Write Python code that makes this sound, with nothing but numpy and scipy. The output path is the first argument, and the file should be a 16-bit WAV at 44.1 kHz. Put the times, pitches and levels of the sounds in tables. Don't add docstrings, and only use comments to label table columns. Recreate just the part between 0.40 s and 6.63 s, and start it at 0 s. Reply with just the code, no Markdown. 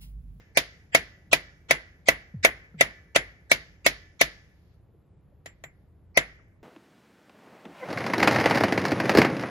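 import sys
import numpy as np
from scipy import signal
from scipy.io import wavfile
from scipy.ndimage import uniform_filter1d

SR = 44100
rng = np.random.default_rng(int(sys.argv[2]) if len(sys.argv) > 2 else 0)


def digitize_waveform(pressure):
    field = np.atleast_2d(pressure).T
    bounded = np.clip(field, -1, 1)
    quanta = np.round(bounded * 32767).astype(np.int16)
    wavfile.write(sys.argv[1], SR, quanta)


def amplitude_ratio(level_db):
    exponent = np.asarray(level_db, float) / 20
    return 10 ** exponent


N = 274743

# start_s, strength_db, clank_hz, edge_db, off_centre_0_to_1
HAMMER_BLOWS = [(-.19, 0, 2194, 2.5, 1), (.172, -1.5, 2360, 4.5, 0.13), (.548, 1, 2200, 2.5, 0.56),
                (0.93, -0.5, 2440, 3, 0.5), (1.309, 0, 2210, 1.5, .8), (1.685, 1, 2030, 0.5, 0.38),
                (2.048, 3, 2250, -0.5, 0.32), (2.409, 1, 2030, 1, 0.58), (2.76, 0.5, 2290, 0.5, 0.9),
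                (3.115, -2, 2280, 4, 0.34), (3.463, -0.5, 2220, 4, 0.1), (3.812, -1, 2170, 4, .4),
                (5.059, -27.5, 1860, 0, 0.83), (5.238, -26, 1900, -7.5, 0.7), (5.773, 0, 2060, 0.5, .9)]
# pitch_hz, level_db, t60_s
THUMP_MODES = [(230, -14, 0.01), (301, -13, 0.062), (449, -10.5, 0.025), (572, 9, 0.018),
               (652.5, -1.5, 0.05), (829, -6.5, 0.0079)]
# pitch_hz, level_db, t60_s
CLANK_MODES = [(965, -22, .05), (1108, -18, .03), (1300, -17, .03), (1430, -18, .04), (1750, -17, .06),
               (1990, -4.5, .035), (2277, -6.5, .029), (2602, -9, .03), (3250, -14, .028),
               (3620, -16, .045), (3995, -15.5, .03), (4800, -15.5, .012), (6100, -13, .03),
               (6714, -17, .025)]
# pitch_hz, level_db, t60_s
SINGING_MODES = [(662, -48, .3), (1087, -60, .45), (1583, -58, .5), (1740, -55, .86), (1895, -53, .45),
                 (2025, -53, .5), (1965, -52, .7), (2073, -50, .25), (2293, -57, .84), (3246, -52, .2),
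                 (4590, -68, .5)]
# pitch_hz, level_db, t60_s
TICK_MODES = [(9150, -10, .06), (9600, 2.5, 0.013), (10200, 5.5, 0.011), (10300, -6.5, 0.0047),
              (12060, -15.5, 0.03), (11500, -10.5, 0.0083), (15500, -4, .014)]
# pitch_hz, level_db, t60_s
PING_MODES = [
    (7210, -4, .13),
    (13855, 9, .1),
    (13200, 8, .11),
]
# pitch_hz, level_db, t60_s
BED_MODES = [(52, -38, 0.49), (110, -43, 0.087), (145, -27.5, 0.13)]
# pitch_hz, level_db_per_hz
CRACK_COLOUR = [(760, -50.5), (1300, -20), (2050, -7), (2820, -16.5), (3180, -17.5), (6830, -24),
                (8360, -28.5), (10000, -23), (16500, -47)]
# pitch_hz, rattle_db_per_khz, rattle_t60_s, echo_db_per_khz, echo_t60_s
THROWN_BACK = [(150, -35.5, 0.22, -57, 1), (620, -28.5, 0.2, -52.5, 0.87), (900, -32.5, 0.14, -47.5, 0.25),
               (1400, -29.5, 0.16, -49.5, 0.65), (2050, -22, 0.23, -40.5, 0.64),
               (2500, -29.5, 0.17, -52.5, 0.59), (4200, -29, 0.065, -50, 0.32),
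               (7200, -35.5, 0.12, -69, 0.8), (8400, -48.5, .1, -79, .6), (10500, -39.5, 0.21, -76.5, 0.99),
               (12600, -48.5, 0.11, -75, .9), (15500, -53, .06, -86.5, .8)]
RATTLE_LIFT = [0.5, -2, 0.5, -5.5]
# pitch_hz, likeness_0_to_1
ECHO_LIKENESS = [(300, 0.93), (800, .85), (1500, 0.26), (6000, 0.08), (8500, 0.76)]
# start_s, level_db, start_hz, end_hz, tap_db
BED_BUMPS = [
    (1.939, -31, 200, 80, -13),
    (2.343, -40, 200, 130, -2),
    (.868, -52, 200, 120, -12),
    (4.54, -58, 520, 250, 3),
    (4.92, -57, 650, 400, 0),
    (5.990, -53, 1500, 600, 4),
    (2.340, -54, 1500, 1000, -3),
]
# pitch_hz, level_db_per_hz
RUMBLE_COLOUR = [(15, -44), (25, -10.5), (87, -1.5), (118, -11), (159, -8), (226, -21), (313, -19.5),
                 (524, -26), (746, -31), (4700, -56.5), (6000, -62), (11600, -49.5), (16500, -60.5)]
# pitch_hz, likeness_0_to_1
RUMBLE_LIKENESS = [(60, 0.9), (180, 0.95), (550, 0.6), (1650, 0.93), (4970, 0.62), (15000, 0.19)]
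# pitch_hz, level_db_per_hz
HISS_COLOUR = [(880, -43), (1500, -9.5), (1680, 0), (2260, -8.5), (4610, -9), (7030, -19.5), (8600, -31),
               (10700, -15), (15500, -28), (16500, -32.5)]
# start_s, end_s, level_db
HISS_GATE = [
    (-1, 3.8, -80),
    (3.8, 4.42, -77),
    (5.06, 5.5, -85),
    (5.8, 6.3, -97),
]

LAG_S = .000173
TAIL, STRIKE = 30000, 8192
ECHO_SHARE = .87
SOFT_SHARE = .62


def blow(start_s, strength_db, clank_hz, edge_db, off_centre):
    long = np.arange(TAIL) / SR - np.array([[LAG_S], [0]])
    t = long[:, :STRIKE]
    late = t - .0026
    out = amplitude_ratio(ECHO_SHARE * strength_db) * thrown_back(edge_db)
    out += singing(long, strength_db)
    out += bed_boom(long, strength_db)
    direct = housing(t, late, clank_hz) + amplitude_ratio(edge_db) * contact(t, late)
    out[:, :STRIKE] += amplitude_ratio(strength_db) * direct + head_pings(t, strength_db, off_centre)
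    pan_db = 1.2 * rng.uniform(-1, 1)
    return start_s, out * amplitude_ratio([[pan_db / 2], [-pan_db / 2]])


def housing(t, late, clank_hz):
    walls = CLANK_MODES + [(clank_hz, 0, .04)]
    clank = modes(walls, t, 2., turns=1.2) + 0.83 * modes(walls, late, 2., turns=1.2)
    thump = modes(THUMP_MODES, late + 0.0018, 1.0, rise_s=0.0011)
    return amplitude_ratio(-7) * clank + amplitude_ratio(-12.5) * thump


def contact(t, late):
    first = amplitude_ratio(-60 * abs(t) / 0.059) * (t > 0)
    second = 0.35 * amplitude_ratio(-60 * abs(late) / 0.011) * (late > 0)
    crack = shaped(STRIKE, CRACK_COLOUR) * (first + second)
    tick = modes(TICK_MODES, t, 2., turns=0.48) + 0.39 * modes(TICK_MODES, late, 2., turns=0.61)
    return amplitude_ratio(-16.5) * crack + amplitude_ratio(-19) * tick


def head_pings(t, strength_db, off_centre):
    low_db = -30.5 + strength_db / 4 - 19 * (1 - off_centre)
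    high_db = SOFT_SHARE * strength_db - 30 * off_centre ** 3
    levels_db = low_db, high_db - 31, high_db - 48
    return sum(amplitude_ratio(db) * modes([ping], t, 0.) for db, ping in zip(levels_db, PING_MODES))


def singing(t, strength_db):
    flutter = .85 + .4 * evened(uniform_filter1d(rng.standard_normal(TAIL), size=1200))
    sound = modes(SINGING_MODES, t, 2., turns=1.2, rise_s=.005)
    return amplitude_ratio(2.5 + ECHO_SHARE * strength_db) * flutter * sound


def bed_boom(t, strength_db):
    return amplitude_ratio(-.5 + SOFT_SHARE * strength_db) * modes(BED_MODES, t, 1.0, turns=0.43, rise_s=0.029)


def thrown_back(edge_db):
    lift_db = np.add(RATTLE_LIFT, [0, 0, 2.5 * edge_db, edge_db]) + [0, 2.5, 1, -3]
    colour = list(zip((600, 2100, 4500, 10500), lift_db))

    def decay(hz, t):
        near = amplitude_ratio(read(THROWN_BACK, hz, axis=1) - 60 * t / read(THROWN_BACK, hz, axis=2))
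        far = amplitude_ratio(read(THROWN_BACK, hz, axis=3) - 60 * t / read(THROWN_BACK, hz, axis=4))
        return np.hypot(near, far) * amplitude_ratio(read(colour, hz)) * np.sqrt(SR / 2000)

    onset = np.clip(np.arange(TAIL) / SR / 0.0038 - .6, 0, 1)
    return port_noise(TAIL, decay) * onset


def bump(start_s, level_db, start_hz, end_hz, tap_db):
    t = np.arange(SR // 2) / SR
    hz = end_hz + (start_hz - end_hz) * np.exp(-t / 0.025)
    fade = amplitude_ratio(-60 * t * start_hz / 65)
    wobble = np.sin(2 * np.pi * np.cumsum(hz) / SR) * fade * (1 - np.exp(-t / 0.0046))
    wobble *= 1.2 + .45 * np.cos(2 * np.pi * 45 * (t - .01))
    dull = uniform_filter1d(uniform_filter1d(rng.standard_normal(len(t)), size=34), size=52)
    tap = evened(dull) * amplitude_ratio(tap_db - 60 * t / .05) * (1 - np.exp(-t / 0.0042))
    return start_s, amplitude_ratio(level_db) * (wobble + tap) * np.ones((2, 1))


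def rumble():
    frames, hz = N // 512 + 5, np.fft.rfftfreq(2048, 1 / SR)
    a, b, c, d, patches = rng.standard_normal((frames, 1025, 5)).T
    patches = evened(uniform_filter1d(uniform_filter1d(patches, 12, 0), 8, 1))
    same = np.clip(read(RUMBLE_LIKENESS, hz), -1, 1)[:, None]
    left = a + 1j * b
    right = same * left + np.sqrt(1 - same ** 2) * (c + 1j * d)
    z = np.array([left, right]) * amplitude_ratio(read(RUMBLE_COLOUR, hz)[:, None] + 0.52 * patches)
    return amplitude_ratio(-56.5) * evened(signal.istft(z, nperseg=2048, noverlap=1536)[1][:, :N])


def hiss():
    t = np.arange(N) / SR
    shut_db, gate_s = -104, .15
    level_db = np.full(N, float(shut_db))
    for start_s, end_s, open_db in HISS_GATE:
        opening = np.clip(np.minimum(t - start_s, end_s - t) / gate_s + .5, 0, 1)
        level_db += (open_db - shut_db) * opening
    return shaped(N, HISS_COLOUR) * amplitude_ratio(level_db)


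def modes(table, t, spread_db, turns=0., rise_s=0.00087):
    out = 0
    for (hz, db, t60), luck in zip(table, rng.standard_normal((len(table), 5))):
        phase = 3 * luck[0] * turns + luck[1:3, None] * turns * (1000 < hz < 6300)
        size = amplitude_ratio(db + spread_db * luck[3] - 60 * t / t60) * (1 - np.exp(-t / rise_s))
        out = out + size * np.sin(2 * np.pi * hz * (1 + luck[4] / 500) * t + phase)
    return out * (t > 0)


def port_noise(size, gain):
    hz, t, (a, b) = signal.stft(rng.standard_normal((2, size)), SR, nperseg=256)
    hz = hz[:, None]
    same = np.clip(read(ECHO_LIKENESS, hz), 0, 1)
    left = (same * a + np.sqrt(1 - same ** 2) * b) * np.exp(-2j * np.pi * hz * LAG_S)
    return signal.istft(np.array([left, a]) * gain(hz, t), SR, nperseg=256)[1][:, :size]


def shaped(size, table):
    return evened(port_noise(size, lambda hz, _: amplitude_ratio(read(table, hz))))


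def evened(x):
    return x / np.sqrt(np.mean(x ** 2) + 1e-20)


def read(points, hz, axis=1):
    rows = np.transpose(points)
    return np.interp(np.log(hz + 1), np.log(rows[0] + 1), rows[axis])


def add(mix, start_s, sound):
    part = mix[:, round((start_s + 1) * SR):][:, :sound.shape[1]]
    part += sound[:, :part.shape[1]]


def scene():
    mix = np.zeros((2, N + SR))
    for row in HAMMER_BLOWS:
        add(mix, *blow(*row))
    for row in BED_BUMPS:
        add(mix, *bump(*row))
    return mix[:, SR:] + rumble() + hiss()


def smear(start_s, strength_db):
    block_s, block_start_s, least_lead_s = 1024 / SR, 267 / SR, .0125
    lead_s = (start_s - block_start_s - least_lead_s) % block_s + least_lead_s
    lead_ms = 1000 * lead_s
    size = round(lead_s * SR)
    bands = np.repeat(rng.random(44), 3)[:129, None]

    def patchy(hz, _):
        colour_db = np.maximum(read(CRACK_COLOUR, hz), -21.5) + 10 * bands
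        return amplitude_ratio(colour_db) * (bands > .35) * (hz < 8200)

    noise = evened(port_noise(2048, patchy))[:, 300:300 + size]
    level_db = -12 + 1.8 * strength_db - .5 * lead_ms
    fall_db = 1.2 * lead_ms * np.linspace(1, 0, size) ** 1.2
    swell = amplitude_ratio(level_db - fall_db) * np.clip(np.arange(size) / 150, 0, 1)
    return start_s + .001 - size / SR, noise * swell


def holes(x):
    hz, t, z = signal.stft(np.array([x[0] + x[1], x[0] - x[1]]) / 2, SR, nperseg=1024)
    power = z.real[:, :512] ** 2 + z.imag[:, :512] ** 2
    band_db = 10 * np.log10(power + 1e-20).reshape(2, 32, 16, -1).mean(2)
    luck = evened(uniform_filter1d(rng.standard_normal(band_db.shape), size=9))
    bar_db = np.maximum(band_db.max((0, 1)) - 45.5, -112) + 6 * luck
    z[:, :512] *= np.repeat(band_db > bar_db, 16, axis=1) | (hz[:512, None] < 7600)
    mid, side = signal.istft(z, SR, nperseg=1024)[1][:, :N]
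    return np.array([mid + side, mid - side])


def band_limit(x):
    return signal.sosfilt(signal.butter(12, 16980, fs=SR, output="sos"), x)


def record(dry):
    dry = signal.sosfilt(signal.butter(2, 38, "high", fs=SR, output="sos"), dry)
    squeezed = dry / (1 + (dry / .9) ** 6) ** (1 / 6)
    squeezed = np.pad(squeezed, ((0, 0), (SR, 0)))
    for start_s, strength_db, *_ in HAMMER_BLOWS:
        add(squeezed, *smear(start_s, strength_db))
    edge = signal.firwin(255, 16500, window=("kaiser", 9), fs=SR)
    limited = signal.oaconvolve(holes(squeezed[:, SR:]), edge[None], "same")
    return band_limit(limited)


dry = scene()
out = record(dry)
digitize_waveform(out)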